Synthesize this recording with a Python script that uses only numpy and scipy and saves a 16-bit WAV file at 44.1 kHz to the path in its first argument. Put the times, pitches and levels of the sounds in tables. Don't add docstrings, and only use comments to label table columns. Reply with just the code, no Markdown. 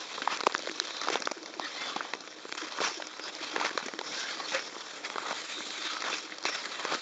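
import sys
import numpy as np
from scipy import signal
from scipy.fft import rfft, irfft, next_fast_len
from scipy.io import wavfile
from scipy.ndimage import uniform_filter1d, map_coordinates

SR = 44100
rng = np.random.default_rng(int(sys.argv[2]) if len(sys.argv) > 2 else 0)


def unload_wav(signal):
    wavfile.write(
        sys.argv[1],
        SR,
        np.round(np.clip(np.atleast_2d(signal).T, -1, 1) * 32767).astype(np.int16),
    )


N = 309341

# start_s, level_db, brightness_db, fizz_over_level_db
BLADES = [(0.0, -39, 0.5, -5.5), (0.45, -43.5, -0.5, -32), (0.64, -47.5, 5, -4.5), (1.13, -34.5, -2, -11),
          (1.29, -49.5, -1, -4), (1.6, -46, -0.5, -6.5), (1.63, -39, 0, -15), (1.79, -40, 2.5, -11),
          (1.89, -36, -1, -23), (2.26, -47.5, 0.5, -3.5), (2.52, -45.5, 1, -23), (2.71, -43, 2, -9),
          (2.87, -39.5, 7, 5), (3.05, -45.5, -1, -4.5), (3.18, -44, -0.5, -9), (3.49, -37.5, 0.5, -18),
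          (4.02, -47.5, 0, -7), (4.07, -39.5, -0.5, -1), (4.2, -35, 2.5, -3), (4.38, -38, 2, -16.5),
          (4.45, -35.5, -5.5, -9), (4.5, -38.5, 5.5, -4), (4.71, -42.5, -1.5, -3.5), (4.9, -43, 2, -8),
          (5.21, -39, 0, -26), (5.56, -40, 3.5, -13.5), (5.99, -38, 2.5, -17), (6.032, -41, -0.5, -15),
          (6.05, -35.5, -1.5, -15.5), (6.21, -44, 3, 2), (6.4, -44, -1.5, -27.5), (6.68, -37, 1, -22),
          (6.93, -38, -2, -22.5), (7.01, -43.5, 5.5, -16)]
# centre_hz, width_hz, level_db
CLICK = [(2080, 2820, 0.011)]


def amp(db):
    return 10 ** (np.asarray(db) / 20)


def unit(x):
    return x / np.sqrt(np.mean(x ** 2) + 1e-20)


def wobble(knots_per_s):
    knots = rng.standard_normal(int(N * knots_per_s / SR) + 4)
    return map_coordinates(knots, [np.arange(N) * knots_per_s / SR])


def filtered(x, response):
    size = next_fast_len(x.shape[-1] + 2048)
    spectrum = rfft(x, size) * response(np.fft.rfftfreq(size, 1 / SR))
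    return irfft(spectrum, size)[..., :x.shape[-1]]


def ringing(modes):
    return lambda f: sum((-1) ** k * amp(db) * 1j * f * width / (hz * hz - f * f + 1j * f * width)
                         for k, (hz, width, db) in enumerate(modes))


def placed(start_s, rows):
    at = np.round(np.asarray(start_s) * SR).astype(int)[:, None] + np.arange(rows.shape[1])
    return np.bincount(at.ravel(), rows.ravel(), N + rows.shape[1])[:N]


def air():
    return amp(-61.0) * unit(filtered(rng.standard_normal(N), lambda f: 1 / (1 + (f / 35) ** 2)))


def patchy(depth_db):
    spectrum = signal.stft(rng.standard_normal(N), nperseg=256)[2]
    field = uniform_filter1d(rng.standard_normal(spectrum.shape), size=3, axis=0)
    field = uniform_filter1d(field, size=14, axis=1)
    return unit(signal.istft(spectrum * amp(depth_db * unit(field)), nperseg=256)[1][:N])


def chips(per_second, spread_db, t60_s):
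    count = int(per_second * N / SR)
    t = np.arange(SR // 50) / SR
    size = amp(spread_db * np.minimum(rng.exponential(size=(count, 1)), 3))
    start_s = rng.uniform(0, N / SR, count)
    bursts = size * amp(-60 * t / t60_s) * rng.standard_normal((count, len(t)))
    return unit(placed(start_s, bursts))


def blades():
    # peak_s, rise_s, fall_s,
    # level_db, brightness_db, fizz_db
    push_table = [(.335, 0.026, 0.02, -33, -1, -41.5), (.76, 0.0049, 0.0059, -42, 4, -35),
                  (1.14, 0.011, 0.012, -33, 1.5, -41.5), (1.842, 0.032, 0.058, -41.5, 1, -55),
                  (2.579, 0.0036, .012, -40, 6.5, -39), (2.609, 0.0057, 0.013, -42.5, 6.5, -37),
                  (2.645, .012, 0.011, -40, 2.5, -42.5), (2.681, 0.0071, 0.0056, -37, 2.5, -48.5),
                  (2.723, 0.0028, 0.0065, -43, -2, -44.5), (2.866, 0.052, 0.024, -33.5, -2.5, -46.5),
                  (3.602, 0.0022, .005, -26.5, -2.5, -47), (3.618, 0.06, 0.021, -39.5, -7, -56),
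                  (3.665, 0.018, 0.016, -30.5, -1.5, -42.5), (4.523, 0.0018, 0.0035, -38, 4.5, -42),
                  (4.549, 0.014, 0.025, -31, -1.5, -42), (5.057, 0.021, 0.014, -37.5, 0, -54),
                  (5.302, 0.039, 0.022, -34.5, -6, -44), (5.867, 0.042, 0.036, -42, 10, -58.5),
                  (6.084, 0.017, 0.033, -32.5, -4, -42), (6.133, 0.017, 0.032, -39.5, 6.5, -39),
                  (6.466, 0.0057, 0.062, -34, 3, -56), (6.55, 0.0024, 0.021, -38.5, -4.5, -47.5),
                  (6.918, 0.035, 0.026, -32.5, -3, -53)]
    # glide_over_level_db, push_over_level_db, brightness_share
    edge_mix = [(-8, -13, -0.45), (-8, -5.5, -0.86), (-5, 1.5, 0.7), (-3.5, -7, 1)]
    # time_s, level_db
    dust_table = [(0.0, -55.5), (0.54, -51.5), (1.09, -64), (1.29, -66), (1.56, -77), (1.87, -67),
                  (2.26, -73), (2.56, -46.5), (2.75, -75), (3.05, -62), (4.22, -57.5), (4.88, -51.5),
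                  (5.7, -42), (6.37, -72), (6.68, -48), (7.01, -51)]
    # centre_hz, width_hz, level_db
    thud_modes = [(510, 313, 4)]
    sheet_modes = [(313.6, 19.5, 0.011)]
    knock_modes = [(730, 510, -3), (1348, 740, 3)]
    snap_modes = [(3660, 1970, 0.011)]
    fizz_modes = [(5450, 1000, -1)]
    spray_modes = [(7200, 2000, 0.011)]
    rumble_db, rumble_follows = -51.5, 0.5
    push_square = 1.5

    t = np.arange(N) / SR
    s, *columns = np.transpose(BLADES)
    level_db, bright_db, fizz_db = [np.interp(t, s, c) for c in columns]
    glide_db, push_db, share = np.transpose(edge_mix)[:, :, None]
    parts_db = np.vstack([glide_db + share * bright_db, fizz_db]) + level_db
    parts_db = parts_db + [1.4 * wobble(7) for _ in range(5)]
    parts_db[0] = rumble_db + rumble_follows * (parts_db[0] - parts_db[0].mean())

    push = 0
    for peak, rise, fall, db, bright, fizz in push_table:
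        swell = np.exp(-np.maximum((peak - t) / rise, (t - peak) / fall) ** push_square)
        push = push + amp(np.vstack([db + push_db + share * bright, [fizz]])) ** 2 * swell
    power = amp(parts_db) ** 2 + push
    dust = amp(np.interp(t, *np.transpose(dust_table))) ** 2 + 0.0027 * (power[3] + power[4])
    digging = push.sum(0) / power.sum(0)

    chatter_db = 0.9 * wobble(35) + 1.6 * wobble(90) + (1 + digging) * wobble(220)
    broken = chips(per_second=500, spread_db=4, t60_s=0.006)
    grit = 0.4 + 0.18 * digging
    rumble = filtered(patchy(depth_db=2.5) + 0.58 * broken,
                      lambda f: ringing(thud_modes)(f) + 1.7 * ringing(sheet_modes)(f))
    scrapes = []
    for modes in (knock_modes, CLICK, snap_modes, fizz_modes, spray_modes):
        drive = (patchy(depth_db=3.0) + grit * broken) / np.hypot(1, grit)
        scrapes.append(filtered(drive, lambda f: ringing(modes)(f) ** 1.44))
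    scraping = sum(np.sqrt(p) * unit(part) for p, part in zip([*power[1:], dust], scrapes))
    return np.sqrt(power[0]) * amp(0.49 * chatter_db) * unit(rumble) + amp(chatter_db) * scraping


def cracks():
    # start_s, peak_db, brightness_db, thud_peak_db, tearing_t60_s, thud_hz, knock_hz, snap_hz
    large = [(0.1803, -23.5, -16, -31.5, 0.028, 436, 1200, 4270),
             (0.2193, -23.5, 1.5, -34, 0.036, 342, 1530, 3040),
             (0.2754, -10.5, -9, -45, 0.0099, 590, 1160, 3940),
             (0.373, -17, 6, -54, 0.0073, 470, 1740, 5170), (0.397, -26, 16, -54, 0.01, 474, 1630, 3490),
             (0.406, -17, 2.5, -32.5, 0.0033, 460, 1310, 3340), (0.41, -18, 3, -36, 0.01, 470, 1350, 4440),
             (0.4352, -23, 2.5, -26, 0.015, 450, 1330, 3470), (0.452, -29, 11, -51, .008, 450, 1500, 5200),
             (0.468, -7.5, -5.5, -42.5, 0.0085, 482, 1360, 4400),
             (0.4717, -17, 29, -14, 0.013, 510, 790, 4300), (0.523, -21, 17, -35.5, 0.007, 443, 2450, 3500),
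             (0.5441, -18.5, 8, -42.0, 0.0065, 580, 1250, 5400),
             (0.5497, -13, -3.5, -28.5, 0.0073, 415, 1500, 3130),
             (0.561, -20, 12, -41, 0.0078, 460, 1930, 3730), (0.5798, -19, 17, -39, 0.007, 450, 1430, 5050),
             (0.5921, -21, 7, -31, 0.011, 586, 1120, 4500), (0.6234, -19, 11, -42, 0.0029, 320, 1670, 4290),
             (0.634, -29.5, 5, -32.5, 0.0088, 550, 900, 3500), (0.666, -27, 12, -50, .015, 450, 1500, 3900),
             (0.6727, -22, 5, -23, 0.016, 556, 1800, 3450), (0.696, -23.5, 1, -34, 0.0039, 320, 2200, 5670),
             (0.7142, -21.5, 7, -35, 0.012, 417, 1660, 3930),
             (0.8, -4.5, 11.5, -31.5, 0.0056, 616, 1720, 4320),
             (0.872, -21, 6.5, -49, 0.006, 680, 1700, 3760), (0.967, -21, 18, -50, 0.024, 460, 1530, 3760),
             (1.0151, -18.5, 5.5, -38, 0.013, 330, 1420, 4000),
             (1.0735, -21.5, -2, -29.5, 0.0087, 710, 830, 3510),
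             (1.085, -13.5, -5, -26, 0.012, 454, 1230, 3170),
             (1.101, -20, 1.5, -24.5, 0.021, 460, 820, 5470),
             (1.1562, -17, 0.5, -19.5, 0.01, 530, 763, 3230),
             (1.203, -20.5, 11, -38.5, 0.0063, 300, 1480, 6240),
             (1.222, -17, 4.5, -27, 0.012, 630, 1540, 4300),
             (1.254, -17.5, 27, -38, 0.027, 292, 1250, 4660), (1.273, -14, -2, -23, 0.007, 666, 1130, 4500),
             (1.3135, -20, 4.5, -30.5, 0.0085, 423, 1300, 4460),
             (1.317, -18.5, 4.5, -25.5, 0.012, 620, 1240, 4800),
             (1.4303, -23.5, 10, -58, 0.0049, 290, 1520, 4970),
             (1.46, -24.5, 6.5, -38, 0.013, 530, 2500, 4470),
             (1.539, -30.5, 3, -37.5, 0.021, 635, 2020, 4130),
             (1.597, -16.5, -3.5, -32.5, 0.003, 328, 1000, 3350),
             (1.9624, -18, -2.5, -29, 0.024, 346, 980, 3500),
             (2.007, -17, -18, -29.5, 0.021, 550, 1170, 3500),
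             (2.136, -20, -2, -30.5, 0.011, 370, 1610, 3430),
             (2.15, -31.5, 3.5, -34.5, .02, 400, 1300, 5500),
             (2.207, -22.5, 12, -43, 0.0067, 288, 1550, 4950),
             (2.2753, -31, 2.5, -36, 0.024, 534, 2120, 3230),
             (2.453, -31, -4, -32.5, 0.0081, 453, 1250, 3690),
             (2.493, -29, -3, -41, 0.0044, 450, 1200, 3700), (2.519, -23, 8, -48, .004, 400, 2400, 5030),
             (2.5245, -19, 2.5, -36, 0.0072, 305, 1710, 3530),
             (2.5512, -27, 0, -38, 0.0085, 450, 1180, 5780), (2.7227, -24, 4, -45, 0.012, 543, 1190, 3470),
             (2.786, -23, -13, -34.5, 0.028, 395, 1300, 4040),
             (2.8041, -18, -5, -24, 0.0077, 490, 1160, 5700),
             (2.8159, -23, -4, -23, 0.0078, 533, 1330, 3260),
             (2.8836, -27, 3.5, -46, 0.0059, 400, 885, 5610),
             (3.0001, -28, -11, -31, 0.024, 555, 960, 4320),
             (3.022, -24, -2, -29.5, 0.011, 720, 1500, 2880),
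             (3.0697, -21.5, 10, -61, 0.019, 480, 1550, 5100),
             (3.1958, -27.5, 1.5, -32.5, 0.0044, 467, 1530, 5530),
             (3.239, -23, 20, -40, 0.0085, 480, 930, 5300), (3.2815, -29.5, 1, -49, 0.005, 310, 1730, 3220),
             (3.351, -20.5, 15, -66, 0.0074, 590, 1500, 4970),
             (3.562, -16, -5.5, -24, 0.015, 464, 1550, 3130), (3.581, -28, -7, -28, 0.008, 480, 1030, 4380),
             (3.5989, -23, -5.5, -36, .012, 600, 1300, 4000),
             (3.613, -15.5, -4.5, -30, 0.0084, 635, 1040, 4070),
             (3.647, -18.5, -4, -23, 0.0067, 600, 1280, 3130),
             (3.6503, -13.5, -3, -27, 0.0076, 600, 1400, 3400),
             (3.6594, -18, -3, -28, 0.014, 650, 1200, 3400), (3.711, -26, 5, -35, 0.0049, 360, 1860, 4640),
             (3.7535, -40, 6, -31.5, 0.012, 330, 790, 3310),
             (3.7758, -16, -1.5, -20, 0.013, 566, 1310, 3730),
             (3.8276, -30, 0.5, -37.5, 0.014, 300, 1490, 6200),
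             (3.861, -21.5, 11, -31.5, 0.037, 310, 1520, 5900),
             (3.8834, -27.5, 2, -30.5, 0.023, 523, 1910, 4030),
             (3.937, -27.5, 1, -33, 0.0094, 300, 1900, 4750),
             (3.9901, -19.5, 4.5, -27, 0.014, 470, 1850, 3440),
             (4.0126, -24, -1, -30.5, 0.012, 525, 980, 3600), (4.4, -26.5, -3, -42, 0.025, 440, 1140, 3200),
             (4.519, -26, 1, -40, 0.03, 352, 870, 3480), (4.552, -24.5, -11, -27, 0.011, 545, 1590, 5570),
             (4.593, -24, 2.5, -39, 0.0067, 390, 1960, 3600), (4.6244, -26, 6, -56, 0.022, 320, 1400, 4660),
             (4.765, -28, -19, -33, 0.012, 386, 1080, 5740),
             (4.8073, -23, 9, -45.0, 0.0074, 710, 1540, 5090),
             (5.1012, -23.5, 2, -41, 0.007, 320, 1820, 3130),
             (5.158, -22.5, -6, -30.5, 0.019, 430, 1290, 3140),
             (5.1824, -16.5, -5.5, -25, 0.012, 705, 1230, 3760),
             (5.309, -24, -5, -26, 0.0095, 710, 1310, 3680),
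             (5.3285, -24, -8, -34, 0.0037, 704, 1000, 3300),
             (5.6052, -25.5, -7, -43, 0.011, 290, 1270, 3630),
             (5.7056, -23, 4, -42, 0.0098, 670, 2200, 3640), (5.935, -21, 12, -57, 0.0062, 390, 1280, 5000),
             (5.968, -22.5, -8, -45, 0.0087, 290, 1390, 4060),
             (6.005, -21.5, 12, -44, 0.022, 500, 1950, 4270),
             (6.022, -19, 4.5, -45.0, 0.017, 710, 1490, 4340),
             (6.041, -24, -7.5, -36, 0.0075, 547, 1310, 4400),
             (6.1295, -23.5, -3, -29.5, 0.007, 486, 2500, 3470),
             (6.183, -20, 8, -52, 0.018, 450, 1920, 4950), (6.321, -26.5, -24, -43, 0.03, 320, 2110, 3700),
             (6.384, -22, 13, -39, 0.01, 500, 2500, 4660), (6.4278, -24, 7, -50.0, 0.0079, 640, 960, 4400),
             (6.4384, -20.5, 9, -42, 0.014, 450, 1460, 4700),
             (6.453, -15, -1, -21.5, 0.02, 540, 1120, 3630), (6.489, -29, 8, -29, 0.023, 580, 2260, 5250),
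             (6.656, -23, 3, -42, 0.017, 567, 1790, 3710),
             (6.8511, -16.5, -2.5, -23, 0.0069, 480, 1160, 4290),
             (6.923, -22, 2, -21, .008, 590, 1150, 4300), (6.9357, -25, -3, -29, 0.0068, 724, 1230, 4240),
             (6.9491, -19, 1.5, -29.5, 0.0092, 290, 1350, 4200)]
    small_per_s, small_offset_db, small_spread_db, scatter_s = 65, -4.5, 3, 0.09
    thud_q, knock_q, snap_q = 1.2, 1.24, 1.7
    thud_rough = 0.32
    jolt, jolt_t60_s = 1.15, 0.015

    draw = rng.standard_normal((round(small_per_s * N / SR), 8))
    parent = rng.choice(large, len(draw))
    near_s = parent[:, 0] + scatter_s * draw[:, 4]
    glide_db = np.interp(near_s, *np.transpose(BLADES)[:2])
    small_db = (parent[:, 1] + glide_db) / 2 + small_offset_db
    small_db = small_db + small_spread_db * np.minimum(draw[:, 0], 1.5)
    small = np.c_[np.clip(near_s, 0, N / SR), small_db, 3 + 4 * draw[:, 1],
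                  small_db - 14 + 5 * np.minimum(draw[:, 2], 1),
                  0.01 * amp(3 * draw[:, 3]), [480, 1400, 4400] * amp(2 * draw[:, 5:])]
    columns = np.vstack([large, small]).T[:, :, None]
    s, peak_db, bright_db, thud_db, t60_s, thud_hz, knock_hz, snap_hz = columns

    knock_db = peak_db - 2 * np.maximum(bright_db, 0)
    snap_db = peak_db + 2 * np.minimum(bright_db, 0)
    click_db = peak_db + 4 - 1.14 * np.abs(bright_db)
    t = np.arange(SR // 25) / SR
    t60_s = np.maximum(t60_s, 1e-3)
    tearing = 0.36 * amp(-60 * t / t60_s) * rng.standard_normal((len(s), len(t)))
    tearing[:, :1] = -jolt * np.minimum(jolt_t60_s / t60_s, 1) ** 2
    thud_drive = np.c_[-np.ones(len(s)), thud_rough * tearing[:, 1:]]
    click_hz, click_width_hz = CLICK[0][:2]
    sound = 0
    for hz, width_hz, db, drive in ((thud_hz, thud_hz / thud_q, thud_db, thud_drive),
                                    (knock_hz, knock_hz / knock_q, knock_db, tearing),
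                                    (click_hz, click_width_hz, click_db, tearing),
                                    (snap_hz, snap_hz / snap_q, snap_db, tearing)):
        part = filtered(drive, lambda f: ringing([(hz, width_hz, 0)])(f) ** 2 / (1 + 1j * f / (2 * hz)))
        sound = sound + amp(db) * part / np.abs(part).max(axis=1, keepdims=True)
    return placed(s[:, 0], sound)


def rasps():
    # peak_s, half_length_s, from_hz, to_hz, width_hz, level_db
    singing = [(.33, 0.039, 1106, 1198, 400, -39.5), (.92, 0.022, 3800, 3900, 600, -38.5),
               (1.0, 0.091, 3920, 3880, 600, -40), (1.65, 0.03, 1840, 1840, 250, -39),
               (1.66, 0.013, 4430, 4330, 250, -38), (1.81, 0.047, 2000, 2140, 150, -39.5),
               (1.86, 0.065, 3550, 3430, 250, -39), (2.86, 0.017, 5940, 5470, 600, -34),
               (2.85, .02, 2393, 2280, 400, -39), (3.25, 0.045, 5050, 4970, 600, -40.5),
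               (3.628, .014, 1277, 1280, 250, -35), (4.13, 0.018, 2100, 2500, 200, -40.5),
               (4.22, 0.079, 1550, 1590, 250, -40), (4.305, 0.018, 1550, 1546, 250, -39),
               (4.407, 0.011, 1166, 1140, 120, -33), (4.455, 0.015, 4270, 4320, 400, -37.5),
               (4.553, 0.02, 540, 532, 40, -34.5), (4.56, .03, 1500, 2300, 800, -32),
               (5.055, 0.0091, 2080, 2110, 300, -37.5), (5.291, .008, 1332, 1160, 250, -33),
               (5.314, .006, 1300, 1290, 250, -28), (5.56, 0.086, 3740, 3650, 500, -40),
               (5.72, 0.046, 3780, 3860, 700, -42), (5.86, 0.065, 3580, 3850, 600, -36.5),
               (5.93, 0.079, 1294, 1280, 250, -41), (6.13, 0.017, 3550, 3510, 250, -34),
               (6.135, .016, 2500, 2520, 500, -34.5), (6.49, 0.0077, 2330, 2430, 250, -31),
               (6.53, 0.016, 1990, 1950, 200, -37.5), (6.52, 0.073, 5610, 5240, 500, -36.5),
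               (6.55, 0.018, 3700, 3620, 400, -41), (6.91, 0.046, 1187, 1278, 250, -39)]
    faint_per_s, faint_offset_db = 35, -9.5

    draw = rng.uniform(size=(round(faint_per_s * N / SR), 5))
    at_s, hz = draw[:, 0] * N / SR, 1000 * 6 ** draw[:, 1]
    level_db = np.interp(at_s, *np.transpose(BLADES)[:2]) + faint_offset_db - 6 * draw[:, 2]
    faint = np.c_[at_s, 0.012 + 0.025 * draw[:, 3], hz, hz * (0.94 + 0.12 * draw[:, 4]), 0.08 * hz, level_db]
    s, half_s, from_hz, to_hz, width_hz, db = np.vstack([singing, faint]).T[:, :, None]

    t = np.arange(SR // 4) / SR - 1 / 8
    rough = filtered(rng.standard_normal((2, len(s), len(t))), lambda f: 1 / (1 + (2 * f / width_hz) ** 2))
    rough = rough / np.sqrt(np.mean(rough ** 2, axis=(0, 2), keepdims=True))
    drift_hz = from_hz + (to_hz - from_hz) * np.clip(0.5 + t / (2 * half_s), 0, 1)
    phase = 2 * np.pi * np.cumsum(drift_hz, axis=1) / SR
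    band = rough[0] * np.cos(phase) + rough[1] * np.sin(phase)
    sound = amp(db) * np.exp(-(t / half_s) ** 2) * band
    at = np.round(s * SR).astype(int) + np.arange(len(t))
    return np.bincount(at.ravel(), sound.ravel(), N + len(t))[len(t) // 2:][:N]


def chirps():
    # start_s, level_db, t60_s
    strong = [(.69, -42, 0.33), (.81, -30, 0.061), (1.364, -36, 0.14), (1.41, -39, 0.14),
              (1.568, -33, 0.052), (1.615, -40, 0.2), (2.624, -30.5, 0.089), (2.913, -27, 0.03),
              (2.97, -30, 0.057), (3.535, -32, 0.094), (3.94, -39.5, 0.2), (3.265, -35, 0.073),
              (3.41, -31, 0.044), (3.85, -43, 0.068), (5.22, -34.5, 0.072), (5.58, -32.5, 0.06),
              (5.78, -44.5, 0.28), (5.845, -40, 0.14), (6.24, -38, 0.094), (6.465, -37, 0.086)]
    faint = rng.uniform(size=(int(6 * N / SR), 3)) * [N / SR, 7, 0.06] + [0, -50, 0.05]
    s, db, t60_s = np.vstack([strong, faint]).T[:, :, None]
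    rest, sweep, slowness = rng.uniform(size=(len(s), 3)).T[:, :, None]
    t = np.arange(SR // 6) / SR
    hz = 300 + 25 * rest + (60 + 150 * sweep) * np.exp(-t / (0.004 + 0.004 * slowness))
    tone = np.sin(2 * np.pi * np.cumsum(hz, axis=1) / SR) * (1 - np.exp(-t / 0.005))
    return placed(s[:, 0], amp(db - 60 * t / np.maximum(t60_s, 0.01)) * tone)


def scene():
    return (air() + blades() + cracks() + rasps() + chirps())[None]


def record(dry):
    # at_hz, gain_db
    mic = [(25, -64.5), (60, -20.5), (150, -1), (260, 0.5), (320, 1.5), (7300, -5), (7650, -15.5),
           (7800, -22.5), (7880, -22), (8010, -31.5), (8170, -37), (8300, -22.5), (8650, -23.5),
           (9000, -39)]
    notch_hz, notch_width_hz, top_hz = 2890, 200, 9150
    at_hz, gain_db = np.transpose(mic)

    def response(f):
        colour = amp(np.interp(np.log(f + 1), np.log(at_hz), gain_db))
        off_notch = notch_hz ** 2 - f * f
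        notch = off_notch / (off_notch + 1j * f * notch_width_hz)
        return colour * notch * (f < top_hz)

    return filtered(dry, response)


dry = scene()
out = record(dry)
unload_wav(out)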